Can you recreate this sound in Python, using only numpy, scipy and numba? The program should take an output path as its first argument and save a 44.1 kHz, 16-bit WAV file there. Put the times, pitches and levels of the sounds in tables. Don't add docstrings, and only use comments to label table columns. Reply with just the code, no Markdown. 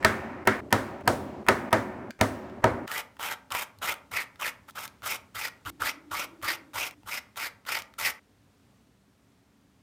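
import sys
import numpy as np
from scipy import signal
from scipy.fft import rfft, irfft, next_fast_len
from scipy.io import wavfile
from scipy.ndimage import uniform_filter1d
from numba import njit

SR = 44100
rng = np.random.default_rng(int(sys.argv[2]) if len(sys.argv) > 2 else 0)


def gain_from_db(level_db):
    decades = np.asarray(level_db, float) / 20
    return 10 ** decades


def unload_audio(sound):
    columns = np.transpose(np.atleast_2d(sound))
    steps = np.round(np.clip(columns, -1, 1) * 32767)
    wavfile.write(sys.argv[1], SR, steps.astype(np.int16))


N = 433062
T = np.arange(N) / SR

# (frequency [Hz], level [dB], t60 [s])
TABLE_MODES = [(104, -2.5, 0.28), (139, -14.5, 0.15), (220, 0, 0.23), (263, -6, 0.36), (385, -4.5, 0.14),
               (384, -9, 0.1506), (500, -6, 0.045), (573, -10, 0.071), (640, 1.5, 0.096), (745, 2.5, 0.053),
               (942, 9, 0.044), (1256, -2, .07), (1305, 0, 0.062), (1477, -2.5, 0.046), (1810, 6.5, 0.028),
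               (2160, -6, .05), (2360, -14.5, 0.025), (2808, -12.5, 0.0092)]
# (frequency [Hz], level [dB])
QUICK_COLOUR = [(29, -44), (50, -12.5), (103, -1.5), (167, -13.5), (277, -1.5), (389, -5.5), (532, -1),
                (765, -7), (1500, -7.5), (2160, -13), (2560, -22.5), (8750, -33), (16000, -45)]
# (frequency [Hz], level [dB])
LONG_COLOUR = [(29, -38), (50, -25), (81, -5.5), (171, -10), (218, -0.5), (337, -5), (371, -0.5),
               (450, -14), (559, -6), (2270, -19.5), (3410, -32), (8140, -37), (16000, -73.5)]
STONE_CUTS = [0, 4.708, 5.705, 6.948, 8.2]


def unit(x):
    return x / np.sqrt(np.mean(x ** 2))


def read(table, hz):
    f, v = np.transpose(table)
    return np.interp(np.log(np.maximum(hz, 1)), np.log(f), v)


def shape(x, table):
    size = next_fast_len(len(x))
    gain = gain_from_db(read(table, np.fft.rfftfreq(size, 1 / SR)))
    return irfft(rfft(x, size) * gain, size)[:len(x)]


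def colour(x, table):
    return unit(shape(x, table))


def noise(table, size):
    return colour(rng.standard_normal(size), table)


def tail(table, t60, size):
    spectrum = rfft(noise(table, size))
    hz, t = np.fft.rfftfreq(size, 1 / SR), T[:size]
    place = 2 * np.log2(np.maximum(hz, 40) / 40)
    out = np.zeros(size)
    for k in range(19):
        centre_hz = 40 * 2 ** (k / 2)
        band = irfft(spectrum * np.maximum(1 - abs(place - k), 0), size)
        out += band * gain_from_db(-60 * t / read(t60, centre_hz))
    return out


def add(out, s, x, end_s):
    i = int(s * SR)
    size = min(len(x), len(out) - i)
    out[i:i + size] += x[:size] * np.clip((end_s - T[i:i + size]) / 0.0087, 0, 1)


def walk(rate):
    k = int(SR / rate)
    return uniform_filter1d(np.repeat(rng.standard_normal(N // k + 1), k), k)[:N]


@njit
def svf(x, hz, width):
    y, b, l = np.empty(len(x)), 0., 0.
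    for i in range(len(x)):
        g, k = np.tan(np.pi * hz[i] / SR), width / hz[i]
        v = (b + g * (x[i] - l)) / (1 + g * (g + k))
        b, l, y[i] = 2 * v - b, l + 2 * g * v, k * v
    return y


def mallet():
    # (time [s], level [dB], crack [dB], thud [dB], hardness [dB])
    blows = [(0.047, -5, -11.5, -18, 7), (0.473, -6.5, -13, -15.5, 7.5), (0.726, -7.5, -10, -12.5, 1.5),
             (1.076, -6.5, -11.5, -15.5, -5.5), (1.485, -4.5, -11.5, -17.5, 2),
             (1.728, -6, -14.5, -15.5, 0.5), (2.211, -8, -11.5, -14.5, -1.5),
             (2.641, -5.5, -20.5, -16.5, -2.5)]
    # (start [s], lingering ring [dB], its treble [dB], brightness of the blow [dB], stutter [dB])
    shots = [(0, -39, -3.5, 3.5, -21), (0.447, -43, -7.5, 1, -27), (0.611, -42, -15.5, 0, -30),
             (0.704, -43, -0.5, 3, -28.5), (1.032, -41, -11.5, 2, -32.5), (1.44, -48, -5.5, -1, -22),
             (1.701, -45.5, -3, -2.5, -26), (2.114, -61.5, -10.5, 0, -30), (2.187, -49.5, 1, 3, -27.5),
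             (2.618, -45, -3.5, -9, -37)]
    # (lead [s], level over the shot's stutter [dB], fade [s])
    stutter = [(0.02, 0, .006), (.012, -3, .006)]
    stone_start_s = 2.866
    out = np.zeros(N)
    cuts = np.array([row[0] for row in shots] + [stone_start_s])

    for (s, db, treble_db, *_), end_s in zip(shots, cuts[1:]):
        ring = colour(noise(LONG_COLOUR, size=8192), [(400, 0.0069), (1500, treble_db)])
        t = T[:len(ring)]
        add(out, s, gain_from_db(db - 60 * t / 1.8) * ring * np.minimum(t / .006, 1), end_s)

    for s, db, *kind in blows:
        shot = np.searchsorted(cuts, s) - 1
        bright_db, stutter_db = shots[shot][3:]
        hit = gain_from_db(db) * blow(*kind, bright_db)
        add(out, s, hit, cuts[shot + 1])
        for ahead_s, copy_db, fade_s in stutter:
            dull = shape(hit[:2048], [(2000, -2), (4000, -7)])
            add(out, s - ahead_s, gain_from_db(stutter_db + copy_db) * dull * np.exp(-T[:2048] / fade_s), s)
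        rush = colour(noise(QUICK_COLOUR, size=1024),
                      [(150, -21.0), (400, -0.5), (1800, 1.5), (2800, 3), (3600, -18.5)])
        rise = np.exp((T[:1024] - T[1024]) / 0.0062)
        add(out, s - T[1024], gain_from_db(db - 24.0) * rush * rise, 10)
    return out


def blow(crack_db, thud_db, hard_db, bright_db):
    # (frequency [Hz], level [dB])
    crack_colour = [(880, -32.5), (1500, 0), (3810, -10.5), (5600, -14.5), (6890, -21), (10800, -19.5),
                    (12700, -21), (16000, -30.5)]
    # (frequency [Hz], t60 [s])
    quick_t60 = [(60, 0.38), (400, 0.32), (1100, .3), (3000, 0.29), (8000, 0.3), (16000, 0.57)]
    # (frequency [Hz], t60 [s])
    long_t60 = [(60, 5.3), (400, 4.5), (1100, 2.6), (3000, 1.5), (8000, 0.88), (16000, .5)]
    size = 24576
    t = T[:size]
    hard = [(600, 0.0065), (1050, -.4 * hard_db), (1500, hard_db), (2300, hard_db), (3500, bright_db)]

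    hz, db, t60 = np.transpose(TABLE_MODES)[:, :, None]
    scatter_db, turn = rng.standard_normal((2, len(hz), 1))
    thud = np.where(hz < 300, thud_db + 11.5, 0)
    db = db + 2.0 * scatter_db + thud + read(hard, hz)
    modes = gain_from_db(db - 60 * t / t60) * np.sin(2 * np.pi * hz * t + 2 * turn)
    ring = gain_from_db(-13.5) * np.sum(modes, axis=0) * (1 - np.exp(-t / 0.00042))

    crack_fade = np.exp(-t / 0.0013) + 0.14 * np.exp(-t / .006)
    crack = gain_from_db(crack_db + 14) * noise(crack_colour, size) * crack_fade * np.minimum(t / 0.0018, 1) ** 2
    bite = gain_from_db(crack_db + 10.0) * rng.standard_normal(size) * np.exp(-abs(t - .0012) / 0.00021)

    quick_colour = [(f, g + read(hard, f)) for f, g in QUICK_COLOUR]
    long_colour = [(f, g + read(hard, f)) for f, g in LONG_COLOUR]
    quick_decay = gain_from_db(-13.5) * tail(quick_colour, quick_t60, size) * (1 - np.exp(-t / 0.0053))
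    long_tail = gain_from_db(-29.5) * tail(long_colour, long_t60, size) * (1 - np.exp(-t / .03))
    hum = gain_from_db(-34 - 60 * t / 1.2) * shape(table_hum(size), hard) * (1 - np.exp(-t / 0.027))
    return ring + crack + bite + quick_decay + long_tail + hum


def table_hum(size):
    hz = np.fft.rfftfreq(size, 1 / SR)
    peaks = sum(gain_from_db(db) / (1 + ((hz - f) / (6 + .012 * f)) ** 2) for f, db, _ in TABLE_MODES)
    return unit(irfft(rfft(noise(LONG_COLOUR, size)) * peaks, size))


def stone_shots():
    # (time [s], level [dB], ring [Hz])
    touches = [(1.01, -38, 860), (2.107, -25, 1580), (2.111, -38, 2400), (2.498, -41, 1420),
               (3.168, -37.5, 1030), (3.196, -26, 915), (3.505, -26, 1200), (3.787, -41.5, 4200),
               (4.358, -37, 1290), (4.688, -31.5, 970), (4.753, -47, 1210), (5.021, -34, 1320),
               (5.039, -35, 1030), (5.347, -36, 1290), (5.651, -31, 1150), (5.811, -28.5, 1086),
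               (6.101, -47, 1260), (6.416, -36, 1260), (6.734, -34, 1200), (7.033, -44, 900),
               (7.359, -33, 1290), (7.652, -36, 1270), (7.939, -38, 1330)]
    # (time [s], level [dB], ring [Hz])
    catches = [(2.878, -25, 1793), (2.916, -21.5, 1785), (2.98, -21, 2490), (3.229, -24, 2930),
               (3.324, -27.5, 2390), (3.521, -18, 2905), (3.55, -17.5, 1107), (3.62, -25, 3800),
               (3.941, -27, 1446), (4.229, -37.5, 2346), (4.413, -26.5, 3164), (4.708, -38, 3290),
               (4.878, -31.5, 2410), (5.067, -22, 1070), (5.358, -28, 1130), (5.474, -26, 2600),
               (5.828, -27.5, 2930), (6.485, -21.5, 4600), (6.91, -35, 2360), (7.789, -26.5, 2345),
               (7.821, -28.5, 2310), (7.99, -23.5, 1300)]
    near = strokes() + ticks(touches, click_db=-15) + ticks(catches, click_db=-5)
    room = stone_room()
    out = knocks() + drone()
    for start_s, end_s in zip(STONE_CUTS, STONE_CUTS[1:]):
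        part = near * (T >= start_s) * (T < end_s)
        add(out, 0, part + signal.fftconvolve(part, room)[:N], end_s)
    return out


def strokes():
    # (frequency [Hz], width [Hz], level [dB])
    disc_modes = [(613, 200, -8), (918, 93, -3.5), (1164, 230, -2.5), (1374, 78, -2), (1590, 250, -8),
                  (3055, 420, -5), (3760, 220, -11)]
    # (frequency [Hz], level [dB])
    rasp_colour = [(150, -5), (350, -4.5), (600, 2.5), (1150, -4), (1450, 6), (1900, -16), (3300, 0.5),
                   (4200, -22), (9000, -57.5)]
    # (frequency [Hz], level [dB])
    hiss_colour = [(2060, -35.5), (3500, -5.5), (4540, -9), (5360, -5.5), (8000, -6), (10300, -6.5),
                   (11100, -2.5), (13300, -5.5), (14900, 0), (16000, -31.5)]
    gains, done = hand()
    judder_db = 2.2 * walk(130) + 1.8 * walk(350)

    body = np.zeros(N)
    for f, width, db in disc_modes:
        mode = svf(grains(judder_db), f * (1 + 0.021 * walk(14)), float(width))
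        body += gain_from_db(db + 1.5 * walk(25)) * unit(mode)
    body = unit(body)

    rasp = gain_from_db(-8.5) * np.sqrt(gains[0] * gains[1]) * colour(grains(judder_db), rasp_colour)

    start_hz, end_hz = 2140, 2190
    hz = (start_hz + (end_hz - start_hz) * done) * (1 + 0.091 * walk(40))
    push = grains(judder_db)
    upper = unit(svf(svf(push, hz, 830.0), hz, 760.0))
    top = unit(svf(svf(push, 2.33 * hz, 730.0), 1.56 * hz, 730.0))
    hiss = colour(grains(judder_db), [(2500, -50.0)] + list(hiss_colour))

    bite_hz = 1200 * (1 + .08 * walk(30))
    bite = unit(svf(svf(grains(judder_db), bite_hz, 480.0), bite_hz, 480.0))
    return rasp + np.sum(gains * [body, upper, hiss, top, bite], axis=0)


def hand():
    # (start [s], length [s], body [dB], upper ring [dB], share where the hand is fastest)
    stroke_table = [(2.864, 0.17, -41, -35.5, 0.57), (3.186, 0.18, -38.5, -37.5, 0.48),
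                    (3.501, 0.16, -39, -37.5, 0.46), (3.81, 0.14, -35.5, -33.5, 0.52),
                    (4.107, 0.15, -41, -33.5, 0.43), (4.389, 0.13, -41, -33, 0.54),
                    (4.672, 0.12, -52.5, -47, 0.49), (4.745, 0.14, -44.5, -43.5, 0.46),
                    (5.021, .168, -41, -36, 0.54), (5.339, 0.17, -43.5, -37, 0.46),
                    (5.648, 0.1, -42, -49.5, 0.39), (5.792, 0.14, -38.5, -32, .65),
                    (6.102, 0.17, -40.5, -35.5, 0.52), (6.418, 0.16, -40.5, -33, 0.45),
                    (6.73, 0.18, -40, -33, 0.47), (7.053, 0.16, -45, -34, 0.63),
                    (7.355, 0.15, -43, -34, 0.51), (7.656, 0.17, -41, -33, 0.44),
                    (7.977, 0.16, -40.5, -30.5, 0.4)]
    # (start [s], hiss offset [dB], top over upper ring [dB],
    # bite over body [dB])
    grips = [(2.8, -2, -12, 1.5), (4.6, 0.5, -5.5, 4.5), (5.75, -1, -5, 5), (7.0, -0.5, -6, 2)]
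    land_s, lift_s = 0.011, 0.029
    creep = 0.13
    body_power, upper_power, hiss_power, top_power = .2, 2.05, 0.98, 2
    bite_at, bite_width = 0.24, 0.12
    gains, done = np.zeros((5, N)), np.zeros(N)
    for s, length, body_db, upper_db, fastest in stroke_table:
        cut_s = STONE_CUTS[np.searchsorted(STONE_CUTS, s)]
        i = slice(int(s * SR), int(min(s + length, cut_s) * SR))
        t = T[i] - s
        share = np.clip(t / length, 0, 1)
        pressure = (np.clip(t / land_s, 0, 1) * np.clip((length - t) / lift_s, 0, 1)) ** 2
        speed = creep + (1 - creep) * np.sin(np.pi * share ** (np.log(.5) / np.log(fastest)))
        _, hiss_db, over_db, bite_db = [grip for grip in grips if grip[0] <= s][-1]
        hiss_db = hiss_db + body_db + .4 * (upper_db - body_db)
        upper_db = upper_db + 7.5 * (share - fastest)
        top_db = upper_db + over_db
        bite_shape = np.exp(-((share - bite_at) / bite_width) ** 2)
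        gains[:, i] = pressure * [gain_from_db(body_db) * speed ** body_power,
                                  gain_from_db(upper_db) * speed ** upper_power,
                                  gain_from_db(hiss_db) * speed ** hiss_power,
                                  gain_from_db(top_db) * speed ** top_power,
                                  gain_from_db(body_db + bite_db) * bite_shape]
        done[i.start:] = 1
        done[i] = share
    return gains, done


def grains(judder_db):
    sizes = gain_from_db(2.3 * rng.exponential(size=N))
    return rng.standard_normal(N) * sizes * gain_from_db(2.0 * walk(60) + judder_db)


def ticks(table, click_db):
    out, t = np.zeros(N), T[:512]
    for s, db, hz in table:
        click = gain_from_db(click_db) * rng.standard_normal(len(t)) * np.exp(-t / .0007)
        ring = .45 * np.sin(2 * np.pi * hz * t) * np.exp(-t / .002) * np.minimum(t / .0006, 1)
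        rustle_colour = [(hz / 2, -20), (hz, 0), (3 * hz, -6), (6 * hz, -25)]
        rustle = 0.31 * noise(rustle_colour, len(t)) * np.exp(-t / .002)
        add(out, s, gain_from_db(db) * (click + rustle + ring), 10)
    return out


def stone_room():
    # (frequency [Hz], level [dB])
    room_colour = [(100, -8), (500, -1), (2500, -3.5), (4000, -2), (9000, -4), (16000, -10.5)]
    # (frequency [Hz], t60 [s])
    room_t60 = [(100, .7), (1000, 0.46), (3000, 0.26), (8000, 0.21), (16000, .25)]
    room = tail(room_colour, room_t60, size=24576)
    return gain_from_db(-14.5) * room / np.sqrt(np.sum(room ** 2))


def knocks():
    # (time [s], relative level [dB])
    knock_table = [(3.517, -48), (3.781, -53), (4.121, -49), (5.025, -52), (5.35, -50), (5.655, -42),
                   (5.806, -44.5), (6.11, -48.5), (6.428, -47), (6.744, -48), (7.041, -53), (7.54, -60.5),
                   (7.786, -58), (8.019, -52)]
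    out, t = np.zeros(N), T[:8192]
    for s, db in knock_table:
        thump = np.sin(2 * np.pi * 100 * t) * np.exp(-t / 0.021)
        thump += 0.37 * np.sin(2 * np.pi * 62 * t) * np.exp(-t / 0.036)
        add(out, s, gain_from_db(db + 7.5) * thump * (1 - np.exp(-t / 0.0078)), 10)
    return out


def drone():
    # (time [s], level [dB], pitch ahead of the waver [Hz])
    path = [(5.66, -61, 296), (5.696, -52.5, 316), (5.878, -56.5, 297), (6.508, -53, 313),
            (6.704, -60, 304), (6.868, -61.5, 310), (7.02, -67, 302)]
    s, db, hz = np.transpose(path)
    hz = np.interp(T, s, hz) * (1 + 0.042 * walk(13))
    band = unit(svf(svf(rng.standard_normal(N), hz, 53.0), hz, 45.0))
    return band * gain_from_db(np.interp(T, s, db)) * (T > s[0]) * (T < s[-1])


def floor():
    # (frequency [Hz], level [dB])
    air_colour = [(15, -57), (25, -35.5), (55, -7), (114, -2.5), (161, -9.5), (190, -3), (249, -7),
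                  (270, -2), (344, -18), (373, -10), (451, -15.5), (5000, -30), (12500, -35.5),
                  (15500, -39), (16500, -50)]
    # (time [s], level [dB])
    course = [(2.9, -63), (5.04, -60.5), (6.64, -61.5), (8.051, -63.5), (9.82, -63.5)]
    s, db = np.transpose(course)
    return noise(air_colour, N) * gain_from_db(np.interp(T, s, db) + 0.72 * walk(6.6))


def scene():
    return (mallet() + stone_shots() + floor())[None]


def roll_off(x):
    return signal.sosfilt(signal.butter(12, 16970, fs=SR, output="sos"), x)


def record(dry):
    # (frequency [Hz], gain [dB])
    response = [(20, -15.5), (50, 0.5), (8500, 0.5), (9600, 1), (10500, -3.5), (11300, -1)]
    ceiling, knee = .35, 14.0
    heard = shape(dry[0], response)[None]
    mix = heard / (1 + abs(heard / ceiling) ** knee) ** (1 / knee)
    return roll_off(mix)


dry = scene()
out = record(dry)
unload_audio(out)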